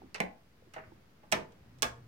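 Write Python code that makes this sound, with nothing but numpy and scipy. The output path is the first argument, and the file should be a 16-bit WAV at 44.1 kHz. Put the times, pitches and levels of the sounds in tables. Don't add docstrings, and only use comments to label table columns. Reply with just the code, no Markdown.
import sys
import numpy as np
from scipy import signal
from scipy.fft import rfft, irfft
from scipy.io import wavfile
from scipy.ndimage import uniform_filter1d

SR = 44100
rng = np.random.default_rng(int(sys.argv[2]) if len(sys.argv) > 2 else 0)


def voltage_ratio(level):
    return 10 ** (np.asarray(level, float) / 20)


def materialize(psi):
    bounded = np.clip(np.atleast_2d(psi).T, -1, 1)
    quanta = np.round(bounded * 32767).astype(np.int16)
    wavfile.write(sys.argv[1], SR, quanta)


N = 91331
LENGTH = 1 << 14
T = np.arange(LENGTH) / SR
F = np.fft.rfftfreq(LENGTH, 1 / SR)

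# f/Hz, level/dB
HUSH_COLOUR = [(25, -11.5), (70, 0), (200, -2), (650, -16.5), (2000, -21.5), (3700, -29), (4900, -29),
               (8000, -38.5), (15000, -37.5)]
HUSH_SIDE_COLOUR = [(25, -16), (200, -7.5), (600, -10.5), (2000, -15.5), (5000, -23.5), (9500, -32),
                    (15000, -28)]
# t/s, level/dB
STIR = [
    (0, 4.5),
    (.35, -4),
    (.5, -4.5),
    (.72, -1.5),
    (.85, 4.5),
    (1.1, -1.5),
    (1.6, 2),
    (2.07, 1.5),
]
HUSH_DB, HUSH_SIDE_DB, SWELL_TOP_HZ = -62, -69, 930
# t/s, level/dB
HUM_SWELL = [
    (0.0, -91),
    (0.79, -96),
    (0.87, -59.5),
    (1.18, -115),
    (1.34, -53),
    (1.53, -74.5),
    (1.87, -56),
    (2.07, -55),
]
HUM_HZ, HUM_WIDTH_HZ = 116.6, 8.6

# t/s, level/dB, f/Hz, ring/s
TAPS = [(.0185, -43, 780, 0.015), (.0200, -51.5, 350, 0.064), (0.033, -45, 362, 0.044),
        (0.044, -46, 272, 0.069), (0.059, -50, 297, 0.027), (.085, -59, 303, 0.098),
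        (.6230, -52, 520, .025), (.6720, -52, 350, .06), (.9194, -45, 330, .05), (.9194, -51, 850, .018),
        (2.034, -58, 228, 0.14), (1.965, -60, 470, 0.092), (1.7076, -62, 247, 0.12),
        (1.7737, -54, 243, 0.036)]
TAP_RISE_S, TAP_WET_DB = 0.00056, -11.5

# f/Hz, t60/s
CABIN_T60 = [(100, 0.36), (250, 0.24), (500, 0.3434), (1100, 0.33), (2000, 0.2539), (3700, 0.2267),
             (7700, 0.23), (15000, 0.1645)]
# f/Hz, level/dB
CABIN_COLOUR = [(100, -4.5), (250, -7.5), (500, -9), (1100, -12), (2000, -13.5), (3700, -16), (7700, -21.5),
                (15000, -19)]
CABIN_RISE_S, CABIN_ALIKE_HZ = 0.00084, 350
EARLY_DB, EARLY_S = -1.5, 0.015
WET_DB = [-3, 0, -0.5, -2, 2.5]
# f/Hz, level/dB
SHADE = [(200, -3), (1000, -2), (2000, -10), (3000, -3.5), (8000, -40), (12000, -25), (15000, -17)]
LEFT_LAG_S = .0003

# t/s, level/dB, plank (rounded), grit length/s, brightness/(dB per octave)
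TICKS = [(.1445, -26, 3, 0.0035, 1.5), (.1490, -28.5, 3, 0.0026, -6), (.1540, -31, 2.5, 0.0036, -6.5),
         (.1590, -32, 3, 0.0022, -5), (.1810, -40.5, 2.5, .003, -8), (.2030, -17, 0, .0008, 2.5),
         (.2045, -25, 0.5, 0.00084, -1), (.7370, -38, 4, .0015, 2.5), (.7400, -38.5, 4, 0.0026, -2.5),
         (.7520, -53, 4, 0.0056, -8), (0.765, -46, 4, 0.015, -4), (1.2336, -50, 1.5, .0083, -17),
         (1.3175, -19.5, 1.5, .0024, 5.5), (1.3225, -15.5, 2, 0.0027, 2), (1.3247, -13.5, 1, .0012, -0.5),
         (1.3270, -16.5, 1.5, 0.0027, -5.5), (1.521, -52, 2.5, .0044, -2.5), (1.786, -49.5, 2, .0048, -0.5),
         (1.8222, -9.5, 2, 0.0012, 4), (1.8282, -11, 1.5, 0.0011, -1.5), (1.8300, -14.5, 2, 0.0016, -2.5)]
# f/Hz, level/dB
HEEL_A = [(700, -27), (2100, 13), (2800, 6.5), (4500, -1), (6000, 5), (7200, -5.5), (8400, 1.5),
          (12000, -14.5)]
HEEL_B = [(700, -16), (2600, 9.5), (3500, -4.5), (4300, -4), (6000, 2), (7200, -11), (8600, -5.5),
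          (11500, -19)]
HEEL_C = [(1200, -4.5), (2500, 2.5), (3600, 1), (4400, 0), (5900, 4.5), (7100, -4), (8400, 2.5),
          (10500, -15.5)]
HEEL_D = [(900, -6), (2700, 8), (3450, -11), (4400, 7.5), (5700, -0.5), (7000, -7), (8400, -3),
          (12000, -24.5)]
HEEL_E = [(600, 2), (1600, 6.5), (2700, 6.5), (3700, -8), (6200, -4), (7200, -10), (8500, -6), (11000, -22)]
HEELS = (HEEL_A, HEEL_B, HEEL_C, HEEL_D, HEEL_E)
TAIL_EVENING = 0.55

# t/s, level/dB, plank (rounded), hardness f/Hz, joist level/dB
BLOWS = [(0.146, -32, 4, 3370, -58), (0.2026, -17, 0, 2900, -38.5), (.236, -32.5, 0, 690, -69),
         (.7632, -35.5, 3, 4500, -54), (0.7666, -37, 3, 4000, -67), (.7685, -38.5, 3, 1780, -70),
         (.7815, -41, 3.5, 2200, -70), (.7905, -46, 3, 2200, -70), (.837, -50.5, 3.5, 1990, -73),
         (1.318, -35, 2.5, 3120, -32.5), (1.3242, -16, 1, 3480, -43), (1.3300, -25, 1.5, 2780, -60),
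         (1.3900, -41.5, 1, 442, -50), (1.8240, -23, 2, 3430, -48), (1.8288, -19.5, 2, 4200, -30.5),
         (1.8447, -27.5, 2.5, 2030, -60)]
# f/Hz, level/dB
CRACK_A = [(120, -20), (220, -2), (450, -13), (800, 0.5), (1300, -20.5), (2100, -1.5), (2700, -14),
           (5500, -22)]
CRACK_B = [(120, -13.5), (400, -6), (850, 0), (1200, -1), (1550, -6), (2250, 1), (2900, -7), (3500, -12.5)]
CRACK_C = [(120, -6), (250, -11), (730, 1.5), (1200, 1), (1700, 5), (2400, -3.5), (3600, -2.5),
           (6000, -22.5)]
CRACK_D = [(120, -5), (280, -8), (600, 1), (800, 1), (1100, -1), (1700, 2), (3000, -14), (5000, -22.5)]
CRACK_E = [(120, -14), (400, -15), (800, -15), (1400, -2.5), (2000, -0.5), (2700, 0.5), (3300, -18),
           (5000, -20)]
CRACKS = (CRACK_A, CRACK_B, CRACK_C, CRACK_D, CRACK_E)
CRACK_DB, CRACK_S, CRACK_LOW_HZ, SPLINTER = 3, 0.0027, 185, 0.36
# f/Hz, level/dB, t60/s
PLANK_A = [(186, -1.5, 0.3), (230.8, 2.5, 0.27), (269.7, 2.5, 0.36), (407, -6, 0.34), (508, -14, 0.45),
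           (657, 0.5, 0.22), (755, 5.5, 0.2), (851.4, 6.5, 0.13), (1003, -8.5, 0.33), (2070, -4, 0.3),
           (2200, 19, 0.046), (2300, -16, .2), (3095, -7, .18)]
PLANK_B = [(154, -5, 0.22), (200.6, -3.5, 0.19), (251.5, -2, 0.26), (333.6, -10.5, 0.34), (374, -5.5, 0.31),
           (421, -6, 0.41), (472, -7, .37), (626.3, 6, 0.16), (850, 6, 0.052), (953, -19, 0.11),
           (1190, 6, 0.062), (1252, -1, 0.08), (2196, -4.5, 0.089)]
PLANK_C = [(181, 4, 0.2), (229, 0, .17), (284.1, 0.5, .18), (470, 3.5, 0.17), (737, -5, 0.36),
           (1074, -1, 0.17), (1202, 9, .1), (1270, -5, 0.2), (1590, 2, .15), (1698, 0, 0.15),
           (1838, 4, 0.13), (2219, -0.5, 0.15), (2392, -4, 0.2), (3500, -10, .08)]
PLANK_D = [(197.5, 6.5, 0.156), (276.4, 7.5, 0.16), (381, -1, 0.23), (411, 1.5, .15), (562, -6, .1),
           (633, 12, 0.14), (952, 4.5, .06), (1016, -4, 0.064), (1610, 5, 0.045), (2200, 5, .06)]
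PLANK_E = [(201, 2.5, 0.18), (445, 1, 0.24), (540, -3, .18), (677, -11, 0.14), (940, -8, .1),
           (1230, 2, 0.099), (1360, -4, .12), (1970, 6, .16), (2084, 4, .12), (2592, 5, .1)]
PLANKS = (PLANK_A, PLANK_B, PLANK_C, PLANK_D, PLANK_E)
RING_SHARE, RING_TOP_S, RING_RISE_CYCLES, RING_WET_DB = 0.87, .4, 0.86, -4
# f/Hz, level/dB, t60/s
JOISTS = [
    (43, -10, 0.28),
    (66.4, -10.5, 0.44),
    (115.5, -22, 0.54),
]
JOIST_RISE_S = 0.03

TOP_HZ, OFFSET = 15900, -.0005


def read(table, hz):
    table = np.array(table, float)
    return np.interp(np.log(np.maximum(hz, 1)), np.log(table[:, 0]), table[:, 1])


def fall(t60):
    return np.exp(-np.log(1000) * T / max(t60, 1e-4))


def unit(x):
    return x / np.abs(x).max()


def causal(db):
    cepstrum = irfft(db * np.log(10) / 20)
    cepstrum[1:LENGTH // 2] *= 2
    cepstrum[LENGTH // 2:] = 0
    return np.exp(rfft(cepstrum))


def hush(colour, db):
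    f = np.fft.rfftfreq(N, 1 / SR)
    noise = rfft(rng.standard_normal(N))
    stir = np.interp(np.arange(N) / SR, *np.array(STIR).T)
    out = 0
    for hz in 20 * 2. ** np.arange(11):
        octave = np.cos(np.pi / 2 * np.clip(np.log2(np.maximum(f, 1) / hz), -1, 1)) ** 2
        swell = voltage_ratio(stir / (1 + hz / SWELL_TOP_HZ))
        out = out + swell * irfft(noise * octave * voltage_ratio(read(colour, f)), N)
    return voltage_ratio(db) * out / out.std()


def hum():
    t = np.arange(N) / SR
    drift = np.cumsum(rng.standard_normal(N)) * np.sqrt(2 * np.pi * HUM_WIDTH_HZ / SR)
    level = voltage_ratio(np.interp(t, *np.array(HUM_SWELL).T))
    return level * np.sqrt(2) * np.sin(2 * np.pi * HUM_HZ * t + uniform_filter1d(drift, size=800))


def tap(db, hz, ring_s):
    rise = 1 - np.exp(-T / TAP_RISE_S)
    return voltage_ratio(db) * unit(np.sin(2 * np.pi * hz * T) * fall(ring_s) * rise)


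def cabin():
    noise = rfft(rng.standard_normal((2, LENGTH)))
    alike = 1 / (1 + (F / CABIN_ALIKE_HZ) ** 2)
    mid = noise[0] * np.sqrt(1 + alike)
    side = noise[1] * np.sqrt(1 - alike)
    ports = np.array([mid + side, mid - side])
    out = 0
    for hz in 30 * 2 ** np.arange(0, 9.5, .5):
        band = np.cos(np.pi * np.clip(np.log2(np.maximum(F, 1) / hz), -.5, .5)) ** 2
        decay = fall(read(CABIN_T60, hz))
        out = out + voltage_ratio(read(CABIN_COLOUR, hz)) * decay * irfft(band * ports)
    rise = 1 - np.exp(-T / CABIN_RISE_S)
    early = 1 + voltage_ratio(EARLY_DB) * np.exp(-T / EARLY_S)
    return rfft(out * rise * early / 14)


def add(out, at_s, sound, tail):
    lead = 64
    left = voltage_ratio(read(SHADE, F)) * np.exp(-2j * np.pi * F * LEFT_LAG_S)
    direct = np.array([left, left * 0 + 1])
    heard = irfft(rfft(sound) * (direct + tail) * np.exp(-2j * np.pi * F * lead / SR))
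    i = int(at_s * SR) - lead
    out[:, i:i + LENGTH] += heard[:, :N - i]


def burst(grit):
    spectrum = rfft(grit)
    return spectrum * causal(-20 * np.log10(uniform_filter1d(np.abs(spectrum), size=125)))


def tick(db, heel, grit_s, bright_db):
    grit = rng.standard_normal(LENGTH) * rng.random(LENGTH) * np.exp(-T / grit_s)
    tilt = bright_db * np.log2(np.clip(F, 900, 15000) / 5000)
    low_cut = 40 * np.log10(1 + 500 / (F + 1))
    return voltage_ratio(db) * unit(irfft(burst(grit) * causal(read(heel, F) + tilt - low_cut)))


def evened(heel):
    hz, db = np.array(heel).T
    blur = uniform_filter1d(db * 1., size=3) - db
    return causal(TAIL_EVENING * read(np.array([hz, blur]).T, F))


def ring(modes, hard_hz, share, top_s):
    sign = rng.choice([-1., 1.], len(modes))
    out = 0
    for s, (hz, db, t60) in zip(sign, modes):
        level = s * voltage_ratio(db) / (1 + (hz / hard_hz) ** 4)
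        rise = 1 - np.exp(-T * hz / RING_RISE_CYCLES)
        out = out + level * np.sin(2 * np.pi * hz * T) * fall(min(t60 * share, top_s)) * rise
    return out


def blow(db, modes, colour, hard_hz, joist_db):
    push = SPLINTER * rng.standard_normal(LENGTH) * np.exp(-T / CRACK_S)
    push[0] = 1
    low_cut = 10 * np.log10(1 + (CRACK_LOW_HZ / (F + 1)) ** 6)
    softness = 10 * np.log10(1 + (F / hard_hz) ** 8)
    crack = irfft(burst(push) * causal(np.maximum(read(colour, F) - low_cut - softness, -90)))
    plank = unit(ring(modes, hard_hz, RING_SHARE, RING_TOP_S))
    joists = ring(JOISTS, 1e4, 0.97, 1) * (1 - np.exp(-T / JOIST_RISE_S))
    return voltage_ratio(db + CRACK_DB) * unit(crack), voltage_ratio(db - 7) * plank, voltage_ratio(joist_db) * joists


def scene():
    side = hush(HUSH_SIDE_COLOUR, HUSH_SIDE_DB)
    out = hush(HUSH_COLOUR, HUSH_DB) + hum() + np.array([side, -side])
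    tails = [voltage_ratio(db) * cabin() for db in WET_DB]
    heel_tails = [tail * evened(heel) for tail, heel in zip(tails, HEELS)]
    for at_s, db, hz, ring_s in TAPS:
        add(out, at_s, tap(db, hz, ring_s), voltage_ratio(TAP_WET_DB) * tails[3])
    for at_s, db, spot, grit_s, bright_db in TICKS:
        spot = round(spot)
        add(out, at_s, tick(db, HEELS[spot], grit_s, bright_db), heel_tails[spot])
    for at_s, db, spot, hard_hz, joist_db in BLOWS:
        spot = round(spot)
        crack, plank, joists = blow(db, PLANKS[spot], CRACKS[spot], hard_hz, joist_db)
        add(out, at_s, crack, tails[spot])
        add(out, at_s, plank, voltage_ratio(RING_WET_DB) * tails[spot])
        add(out, at_s, joists, 0)
    return out


def band_limit(x):
    return signal.sosfilt(signal.butter(12, 16650, fs=SR, output="sos"), x)


def record(dry):
    low_pass = signal.ellip(8, .3, 50, TOP_HZ, fs=SR, output="sos")
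    mix = signal.sosfilt(low_pass, dry) + OFFSET
    return band_limit(mix)


dry = scene()
out = record(dry)
materialize(out)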